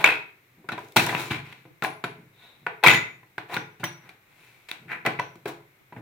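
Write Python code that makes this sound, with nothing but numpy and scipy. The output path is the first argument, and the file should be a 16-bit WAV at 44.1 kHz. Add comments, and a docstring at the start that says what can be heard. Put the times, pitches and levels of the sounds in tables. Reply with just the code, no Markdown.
"""A hand-lever badge press is worked on a wooden bench in a small room, close to a stereo microphone.
First the die carriage slides and slams home with a rattle; lighter knocks and a second slam follow.
The lever then crunches the badge shell in a few shoves; a faint breath-like hiss and a third slam come
next, then softer knocks, scrapes and hiss. Shaped noise makes the contacts, scrapes and hisses; decaying
sines make the steel ring and the bench boom. The room answers over a faint steady rumble and hiss."""
import sys
import numpy as np
from scipy import signal
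from scipy.fft import rfft, irfft, next_fast_len
from scipy.io import wavfile
from scipy.ndimage import uniform_filter1d

SR = 44100
rng = np.random.default_rng(int(sys.argv[2]) if len(sys.argv) > 2 else 0)


def dump_mix(stems):
    """Bounce the given channels to the path in sys.argv[1] as a 16-bit WAV at rate SR."""
    frames = np.atleast_2d(stems).T  # one column per channel
    limited = np.clip(frames, -1, 1)  # hard clip at full scale
    pcm = np.round(limited * 32767).astype(np.int16)
    wavfile.write(sys.argv[1], SR, pcm)


N = 265261  # samples, about 6 s

# how alike left and right are in the direct sound: f/Hz, likeness (clipped to -1..1)
DIRECT_LIKENESS = [(300, 1.5), (1500, 0.9), (2500, 0.39), (5000, 0.2), (14000, -0.19)]
# how alike left and right are in the room sound: f/Hz, likeness
ROOM_LIKENESS = [(150, 0.97), (400, 0.94), (900, 0), (1800, 0.003), (14000, 0)]


def amp(db):
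    """Decibels to gain."""
    return 10 ** (np.asarray(db) / 20)


def read(points, hz):
    """Joins (f/Hz, value) points on a log-frequency axis."""
    f, value = np.transpose(points)
    return np.interp(np.log(hz + 1), np.log(f + 1), value)


def add(mix, s, sound):
    """Mixes a stereo sound in at time s, cutting whatever falls outside the mix."""
    at = round(s * SR)
    sound = sound[:, max(-at, 0):]
    part = mix[:, max(at, 0):][:, :sound.shape[1]]
    part += sound[:, :part.shape[1]]


def pair(z, likeness, hz):
    """Blends two unrelated spectra into a left and right that are partly alike."""
    c = np.clip(read(likeness, hz), -1, 1)
    mid = np.sqrt((1 + c) / 2) * z[0]
    side = np.sqrt((1 - c) / 2) * z[1]
    return np.array([mid + side, mid - side])


def causal(db):
    """Minimum-phase response of a dB spectrum: it rings only after the blow."""
    log_gain = np.log(amp(np.concatenate([db, db[-2:0:-1]])))
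    return np.exp(np.conj(signal.hilbert(log_gain)))[:len(db)]


def press_colour(levels_db, hz):
    """Spectrum in dB of one sound: press colour and the casting's damped resonances, tilted by its band levels."""
    # the bands that carry a sound's levels, from thump to top treble: f/Hz
    bands_hz = [140, 500, 2000, 6000, 12000]
    # colour of the whole press: f/Hz, level/dB
    press = [(25, -40), (60, -18), (85, -23.5), (115, -2.5), (250, -2.5), (600, -1.5), (1000, -6.5),
             (1900, -2), (2600, 4), (2900, -2.5), (3900, 3), (4700, -4), (6000, -3), (14500, -3)]
    # damped resonances of the cast frame and the trough between them: f/Hz, width/Hz, height/dB
    casting = [(378, 330, 4), (545, 110, -8.5), (675, 56, 0.5), (815, 99, 1.5), (995.5, 140, 9),
               (1476, 130, 4.5), (2300, 110, 2)]
    peaks_db = sum(db / (1 + (2 * (hz - centre) / width) ** 2) for centre, width, db in casting)
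    return read(press, hz) + peaks_db + read(list(zip(bands_hz, levels_db)), hz)


def contact(main_hz, level_db, treble_db, thump_db):
    """Five band levels of one touch: hard faces add treble, a heavy push adds thump, both relative to its level."""
    # a touch with a higher resonance has less body and more edge: 3.5 dB per octave around 1430 Hz
    lean_db = 3.5 * np.log2(main_hz / 1430)
    top_fall_db = 1.5  # the lower treble band lies this far over the treble level, the top band this far under
    return level_db + np.array([thump_db, -lean_db, lean_db, treble_db + top_fall_db, treble_db - top_fall_db])


def slam_contacts():
    """Heavy steel parts slam home; each slam throws off weakening rebounds that rattle."""
    # slams: t/s, main resonance f/Hz, level/dB, treble/dB re level, thump/dB re level,
    # rattle length/s, rattle start/dB re level
    slams = [(0.0412, 2300, 22.5, -22, -14.5, .13, -7), (0.9655, 1400, 21, -10, 3.5, 0.077, -10.5),
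             (2.8621, 2300, 21, -16, -2.5, .12, -1)]
    slam_chatter_s, rebound_chatter_s = .0045, 0.0033
    rebound_count = 12
    fall_db, fall_bend, spread_db = 25, 1.33, 4.5  # the fall steepens as the rattle goes on
    rattle_hz, rattle_octaves = 2300, 0.46  # rebounds resonate up to this far either side
    rebound_treble_db = 1  # relative treble added to the slam's
    rows = []
    for s, main_hz, level_db, treble_db, thump_db, length, rattle_db in slams:
        rows.append((s, slam_chatter_s, main_hz, level_db, treble_db, thump_db))
        for k, (late, hard, place) in enumerate(rng.uniform(-1, 1, (rebound_count, 3))):
            part = (k + 1 + .3 * late) / rebound_count
            rebound_db = level_db + rattle_db - fall_db * part ** fall_bend + spread_db * hard
            rebound_hz = rattle_hz * 2 ** (rattle_octaves * place)
            rows.append((s + length * part, rebound_chatter_s, rebound_hz,
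                         rebound_db, treble_db + rebound_treble_db, thump_db))
    return rows


def lever_ticks(count=6):
    """Light, bright ticks while the lever takes up its play, one at a random moment in each equal step."""
    from_s, to_s = .79, 1
    rows = []
    for k, (late, hard) in enumerate(rng.random((count, 2))):
        s = from_s + (to_s - from_s) * (k + late) / count
        rows.append((s, .0015, 3600, -42.5 + 6 * hard, 14, 0))
    return rows


def knock(decay, main_hz, levels_db, size=8192, peak_db=9.5, width=0.092, rise=0.00083, grain_db=3, hold=1.1):
    """Steel faces chatter briefly and shake the frame; returns the sound towards the microphone and all round."""
    t, hz = np.arange(size) / SR, np.fft.rfftfreq(size, 1 / SR)
    envelope = np.exp(-(t / max(decay, 1e-4)) ** hold) * (1 - np.exp(-t / rise))
    slaps = amp(grain_db * np.repeat(rng.uniform(-1, 1, size // 32), 32))
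    chatter = rfft(rng.standard_normal((2, size)) * envelope * slaps)
    # the chatter itself has no broad colour, so its smoothed spectrum is levelled
    power = uniform_filter1d(abs(chatter) ** 2, size=50, axis=1)
    chatter = chatter * np.array([causal(-10 * np.log10(p + 1e-12)) for p in power])
    touched = pair(chatter, DIRECT_LIKENESS, hz) * causal(press_colour(levels_db, hz))
    # each point of contact beams some of the many upper modes at the microphone; all round, that evens out
    mode_number = 18 * np.log1p(hz / 1500)
    spot_db = np.interp(mode_number, np.arange(64), 3.5 * rng.standard_normal(64) - 1)
    spot_db = spot_db * np.clip(hz / 900, 0, 1)
    beam_db = spot_db + peak_db / (1 + ((hz - main_hz) / (width * main_hz)) ** 2)
    towards = irfft(touched * causal(beam_db))
    around = irfft(touched * causal(0.19 * beam_db))
    return towards, around


def press_contacts():
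    """Lever, ram and dies touch: knocks, slams with rebounds and ticks, towards the microphone and all round."""
    # single contacts: t/s, chatter decay/s, main resonance f/Hz, level/dB, treble/dB re level, thump/dB re level
    knocks = [(0.642, 0.012, 372, -15.5, -47, 8), (0.6881, 0.005, 1480, 6, -23.5, -6),
              (0.718, .012, 1440, 6.5, -23.5, 7), (0.7779, 0.005, 956, 3, -29, -19),
              (0.9609, 0.01, 860, 19, -13.5, -3), (1.0647, .0014, 1790, -10.5, 7.5, -13),
              (1.068, .004, 890, 9.5, -28, -8), (1.091, 0.011, 1404, 11, -22, -27),
              (1.125, 0.0096, 1010, 11, -39, -3), (1.149, 0.0015, 2760, 12.5, -29.5, 2.5),
              (1.307, 0.01, 2920, 4, -16, 21), (1.525, 0.0038, 2000, -9, -15.5, -4),
              (1.652, 0.0074, 391, -14.5, -32, 9), (1.823, 0.0028, 1530, 10, -24, 0.5),
              (1.8463, 0.0034, 1720, 9, -24.5, -13), (2.039, 0.0053, 1315, 10, -21.5, 2),
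              (2.045, 0.0072, 347, 2.5, -38, -1), (2.665, 0.004, 1480, 12.5, -35.5, -13),
              (2.829, .0034, 840, 6, -33, -20.5), (2.8363, 0.013, 1104, 24.5, -19.5, -26.5),
              (3.231, 0.0026, 1050, -18.5, -33.5, 6), (3.3805, 0.0039, 1583, 5.5, -25.5, 0),
              (3.496, 0.018, 1010, -1, -42.5, -25), (3.5412, 0.0042, 4030, -2, -8.5, -26.5),
              (3.5655, 0.0034, 1560, 11, -24, 1.5), (3.797, 0.025, 734, -7, -17.5, 12),
              (3.8328, 0.0031, 1380, 6, -56, 5), (3.839, .0056, 2080, 8.5, -14.5, -4),
              (4.091, 0.0058, 2250, -11, -16, -6.5), (4.686, 0.014, 2120, -7, -10.5, -26),
              (4.7139, 0.001, 3750, 0, -11.5, -7), (5.0506, 0.0071, 686, 11.5, -32, -12),
              (5.0615, 0.0062, 2000, 15.5, -21, -19), (5.068, 0.007, 680, 14.5, -39.5, 1),
              (5.1885, 0.0058, 2100, 4, -37, 5), (5.196, .0033, 980, 10.5, -24, -16.5),
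              (5.355, .003, 350, -15, -14.5, 7.5), (5.4555, 0.0087, 392, 8, -25, -5.5),
              (5.923, .0087, 963, -7, -36.5, 0.5), (5.963, 0.01, 1035, -4, -49, 13)]
    towards, around = np.zeros((2, 2, N))
    for s, decay, main_hz, level_db, treble_db, thump_db in list(knocks) + slam_contacts() + lever_ticks():
        beamed, spread = knock(decay, main_hz, contact(main_hz, level_db, treble_db, thump_db))
        add(towards, s, beamed)
        add(around, s, spread)
    return towards, around


def stroke(rise, fall, levels_db, main_hz=1000, half_width_hz=1000, peak_db=0, slip_db=3.5, edge_db=20):
    """Coloured noise, roughened by tiny uneven slips, swells and fades."""
    t = np.arange(0, rise + fall, 1 / SR)
    size = 2 * next_fast_len(len(t) // 2 + 2048, True)  # leaves room for the resonances to ring out
    hz = np.fft.rfftfreq(size, 1 / SR)
    swell = amp(np.interp(t, [0, rise, rise + fall], [-edge_db, 0, -edge_db]))
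    swell = swell * signal.windows.tukey(len(t), .1)
    draws = rng.standard_normal((3, 2 * SR))
    slips = amp(slip_db * np.interp(t * 380, np.arange(2 * SR), np.tanh(draws[2])))  # 380 slips per second
    slips = slips / np.sqrt(np.mean(slips ** 2))
    z = rfft(draws[:2, :len(t)] * swell * slips, size)
    resonance_db = peak_db / (1 + ((hz - main_hz) / half_width_hz) ** 2)
    return irfft(pair(z, DIRECT_LIKENESS, hz) * causal(press_colour(levels_db, hz) + resonance_db))


def scrapes_and_breaths(trim_db=-1, thump_db=-5.5):
    """Steel scrapes and faint breath-like hisses: each swells and fades around one resonance."""
    # scrapes and hisses: strongest at t/s, swell/s, fade/s, resonance f/Hz, half width/Hz, height/dB,
    # level/dB before the trim, treble/dB re level
    swells = [(0.014, 0.067, 0.046, 750, 300, 5, -20.5, -19.5),
              (0.796, 0.045, 0.52, 443, 400, 16, -52.5, -5), (1.839, .01, 0.036, 740, 910, 17.5, -25, -5.5),
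              (2.44, .12, 0.22, 3770, 350, 14.5, -45, -16.5), (3.545, 0.063, 0.054, 881, 900, 8, -26, -14),
              (4.059, 0.11, 0.13, 1540, 896, 12.5, -52, -14), (4.421, .24, 0.62, 2230, 615, 6.5, -52, -7.5),
              (4.92, .045, 0.069, 1860, 1000, 21.5, -36.5, -14.5),
              (5.48, .012, 0.049, 1000, 900, 14.5, -34.5, -4)]
    mix = np.zeros((2, N))
    for s, rise, fall, main_hz, half_width_hz, peak_db, level_db, treble_db in swells:
        levels_db = trim_db + level_db + np.array([thump_db, 0, 0, treble_db, treble_db])
        add(mix, s - rise, stroke(rise, fall, levels_db, main_hz, half_width_hz, peak_db))
    return mix


def badge_crunches():
    """The badge shell crumples in a few shoves; folding sheet slips more unevenly than a scrape."""
    # shoves: strongest at t/s, swell/s, fade/s, main resonance f/Hz, level/dB,
    # treble/dB re level, thump/dB re level
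    crunches = [(1.02, 0.053, 0.35, 1410, -27.5, -7.5, 8), (1.199, .06, 0.15, 1210, -27.5, -8.5, -9),
                (1.312, .014, .1, 2580, -23, -16.5, 7), (1.384, .031, 0.032, 447.7, -41, -30, 6),
                (1.46, 0.061, 0.23, 2500, -43.5, -15, 8.5)]
    mix = np.zeros((2, N))
    for s, rise, fall, main_hz, level_db, treble_db, thump_db in crunches:
        levels_db = contact(main_hz, level_db, treble_db, thump_db)
        crunch = stroke(rise, fall, levels_db, main_hz, half_width_hz=820, peak_db=3.5, slip_db=5.5)
        add(mix, s - rise, crunch)
    return mix


def ringing(modes, blows, focus_db, rise=0.0013, count=5):
    """Each blow wakes the modes near one pitch; a loosely seated part splits each into close, beating lines."""
    mix, t = np.zeros((2, N)), np.arange(SR // 2) / SR
    hz, db, t60 = np.repeat(modes, count, axis=0).T
    split_hz = rng.uniform(-1, 1, len(hz)) * (20 + .006 * hz)
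    decay_and_turn = 2j * np.pi * (hz + split_hz) - np.log(1000) / t60
    waves = np.exp(decay_and_turn[:, None] * t) * (1 - np.exp(-t / rise))
    for s, level_db, brightest_hz in blows:
        share = amp(db - focus_db * abs(np.log2(hz / brightest_hz)))  # focus in dB per octave
        share = share / np.linalg.norm(share)
        a, b, c, d = rng.standard_normal((len(hz), 4)).T
        phase = np.angle(pair([a + 1j * b, c + 1j * d], DIRECT_LIKENESS, hz))
        ring = (share * np.exp(1j * phase)) @ waves
        add(mix, s, amp(level_db) * np.sqrt(2) * ring.real)
    return mix


def first_die_rings():
    """The first die rings at its own modes, only lightly focused by where each blow lands in pitch."""
    # modes: f/Hz, relative level/dB, t60/s
    modes = [(972, -10, .25), (1350, -11, .25), (1440, -12, .25), (2132, -5, .3), (2213, -3, .3),
             (2325, -5, .3), (2465, 0, .27), (2530, -1, .27), (2612, -2, .3), (3240, -12, .25),
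             (3460, -14, .25), (3924, -16, .22)]
    # blows: t/s, level/dB, brightest f/Hz
    blows = [(.043, -15, 2426), (.066, -25, 2366), (0.964, -33, 1400), (1.149, -31, 2420)]
    return ringing(modes, blows, focus_db=1.5)


def second_die_rings():
    """The second die rings at its own modes, more focused in pitch than the first."""
    # modes: f/Hz, relative level/dB, t60/s
    modes = [(830, -8, .25), (1200, -7, .25), (1450, -5, .25), (1835, -8, .22), (2005, 0, .27),
             (2055, -3, .27), (2125, -2, .27), (2285, -4, .28), (2435, -3, .27), (2590, -6, .25),
             (3250, -13, .22), (3590, -10, .22), (3714, -12, .22), (6611, -13, .33), (6790, -15, .33),
             (15210, -25, .15)]
    # blows: t/s, level/dB, brightest f/Hz
    blows = [(2.863, -20.5, 3680), (2.885, -12, 2065), (2.893, -26, 7000), (3.567, -62, 1984)]
    return ringing(modes, blows, focus_db=7)


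def ram_rings():
    """The ram rings at a few high modes, each blow strongly focused on one pitch."""
    # modes: f/Hz, relative level/dB, t60/s
    modes = [(3246, -8, .22), (5820, 0, .36), (5950, -3, .3), (10740, -1, .25), (14890, 2, .2)]
    # blows: t/s, level/dB, brightest f/Hz
    blows = [(.966, -40, 6000), (1.847, -42, 10200), (2.041, -52, 10200), (2.864, -37, 6000),
             (3.566, -52.5, 5800), (3.839, -42, 13800), (3.841, -41, 5900), (5.192, -52.5, 5910)]
    return ringing(modes, blows, focus_db=23)


def bench(x):
    """The bench top and base plate ring on at their own low modes."""
    # modes: f/Hz, gain/dB, t60/s
    bench_modes = [(111, -8.5, 0.31), (136.4, 7, 0.39), (175, 3, 0.08), (236.5, -3, 0.13),
                   (344.3, -0.5, 0.31), (396.3, -3, 0.42), (866, -2, 0.091)]
    t = np.arange(SR // 2) / SR
    rings = 0
    for hz, db, t60 in bench_modes:
        rate = np.log(1000) / t60
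        rings = rings + amp(db) * 2 * rate / SR * np.exp(-rate * t) * np.sin(2 * np.pi * hz * t)
    return signal.oaconvolve(x, rings[None], axes=1)[:, :N]


def bench_rocks():
    """The bench rumbles as the press is leant on or let go."""
    # rumbles: strongest at t/s, swell/s, fade/s, level/dB
    rocks = [(0.581, 0.032, 0.074, -31), (2.19, 0.086, 0.11, -28), (2.632, 0.074, 0.03, -36),
             (4.059, 0.096, .16, -37), (4.825, .087, 0.89, -31), (5.48, 0.0097, 0.048, -20),
             (5.981, .064, 0.039, -19)]
    # their colour in the five bands, thump to top treble: level/dB
    rock_colour = [-1.5, -14.5, -34.5, -46.5, -42.5]
    mix = np.zeros((2, N))
    for s, rise, fall, level_db in rocks:
        add(mix, s - rise, stroke(rise, fall, level_db + np.array(rock_colour)))
    return mix


def room(x, gap=0.0016, build=0.0072, size=32768):
    """Diffuse reflections of a small room, each band dying at its own speed."""
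    # decay: f/Hz, t60/s
    room_t60 = [(100, 0.58), (300, 0.48), (800, 0.36), (2200, 0.3923), (5000, 0.3069), (13000, 0.29)]
    # tail: f/Hz, level/dB
    room_db = [(100, -9.5), (300, 0), (800, -0.5), (2200, -2.5), (5000, -2.5), (13000, -9)]
    hz, t, z = signal.stft(rng.standard_normal((2, size)), SR, nperseg=256)
    rate = np.log(1000) / read(room_t60, hz)[:, None]
    z = z * np.exp(-rate * t) * np.sqrt(2 * rate / SR) * amp(read(room_db, hz))[:, None]
    tail = signal.istft(z, SR, nperseg=256)[1][:, :size]
    tail = irfft(pair(rfft(tail), ROOM_LIKENESS, np.fft.rfftfreq(size, 1 / SR)))
    tail *= np.clip((np.arange(size) / SR - gap) / build, 0, 1)  # reflections build up after a short gap
    return signal.oaconvolve(x, tail, axes=1)[:, :N]


def air(level_db=-61.5):
    """Faint steady rumble and hiss of the room: coloured noise set to one overall level."""
    # colour: f/Hz, relative level per Hz/dB
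    air_colour = [(15, -60.5), (25, -9.5), (64, -17.5), (127, 1.5), (212, -14.5), (335, -9.5), (641, -15),
                  (1890, -12), (2160, -6.5), (3080, -20.5), (3920, -20), (4610, -26.5), (10400, -28),
                  (14800, -20.5), (16000, -30.5)]
    hz = np.fft.rfftfreq(next_fast_len(N, True), 1 / SR)
    z = rng.standard_normal((2, len(hz))) + 1j * rng.standard_normal((2, len(hz)))
    noise = irfft(pair(z, ROOM_LIKENESS, hz) * amp(read(air_colour, hz)))[:, :N]
    return amp(level_db) * noise / noise.std()


def scene():
    """Contacts and swelling noises feed the bench modes, steel parts ring, and the room answers."""
    towards, around = press_contacts()
    strokes = scrapes_and_breaths() + badge_crunches() + bench_rocks()
    rings = bench(around + strokes)
    rings += first_die_rings() + second_die_rings() + ram_rings()
    return towards + strokes + rings + room(around + strokes + rings) + air()


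def record(dry, ceiling=1.4, size=294912):
    """Each microphone has its own colour; loud peaks overload softly; then the treble is band-limited."""
    # balance of the two microphones: f/Hz, left minus right/dB
    balance_db = [(250, 0.5), (600, 1), (1500, 1), (2300, 3), (4500, 4.5), (8000, 2), (13000, -4.5)]
    tilt_db = read(balance_db, np.fft.rfftfreq(size, 1 / SR)) / 2
    heard = irfft(rfft(dry, size) * amp([tilt_db, -tilt_db]))[:, :N]
    heard = ceiling * np.tanh(heard / ceiling)
    low_pass = signal.firwin(511, 16000, window=("kaiser", 9), fs=SR)  # edge at 16 kHz
    return signal.oaconvolve(heard, low_pass[None], "same")


dry = scene()
out = record(dry)
dump_mix(out)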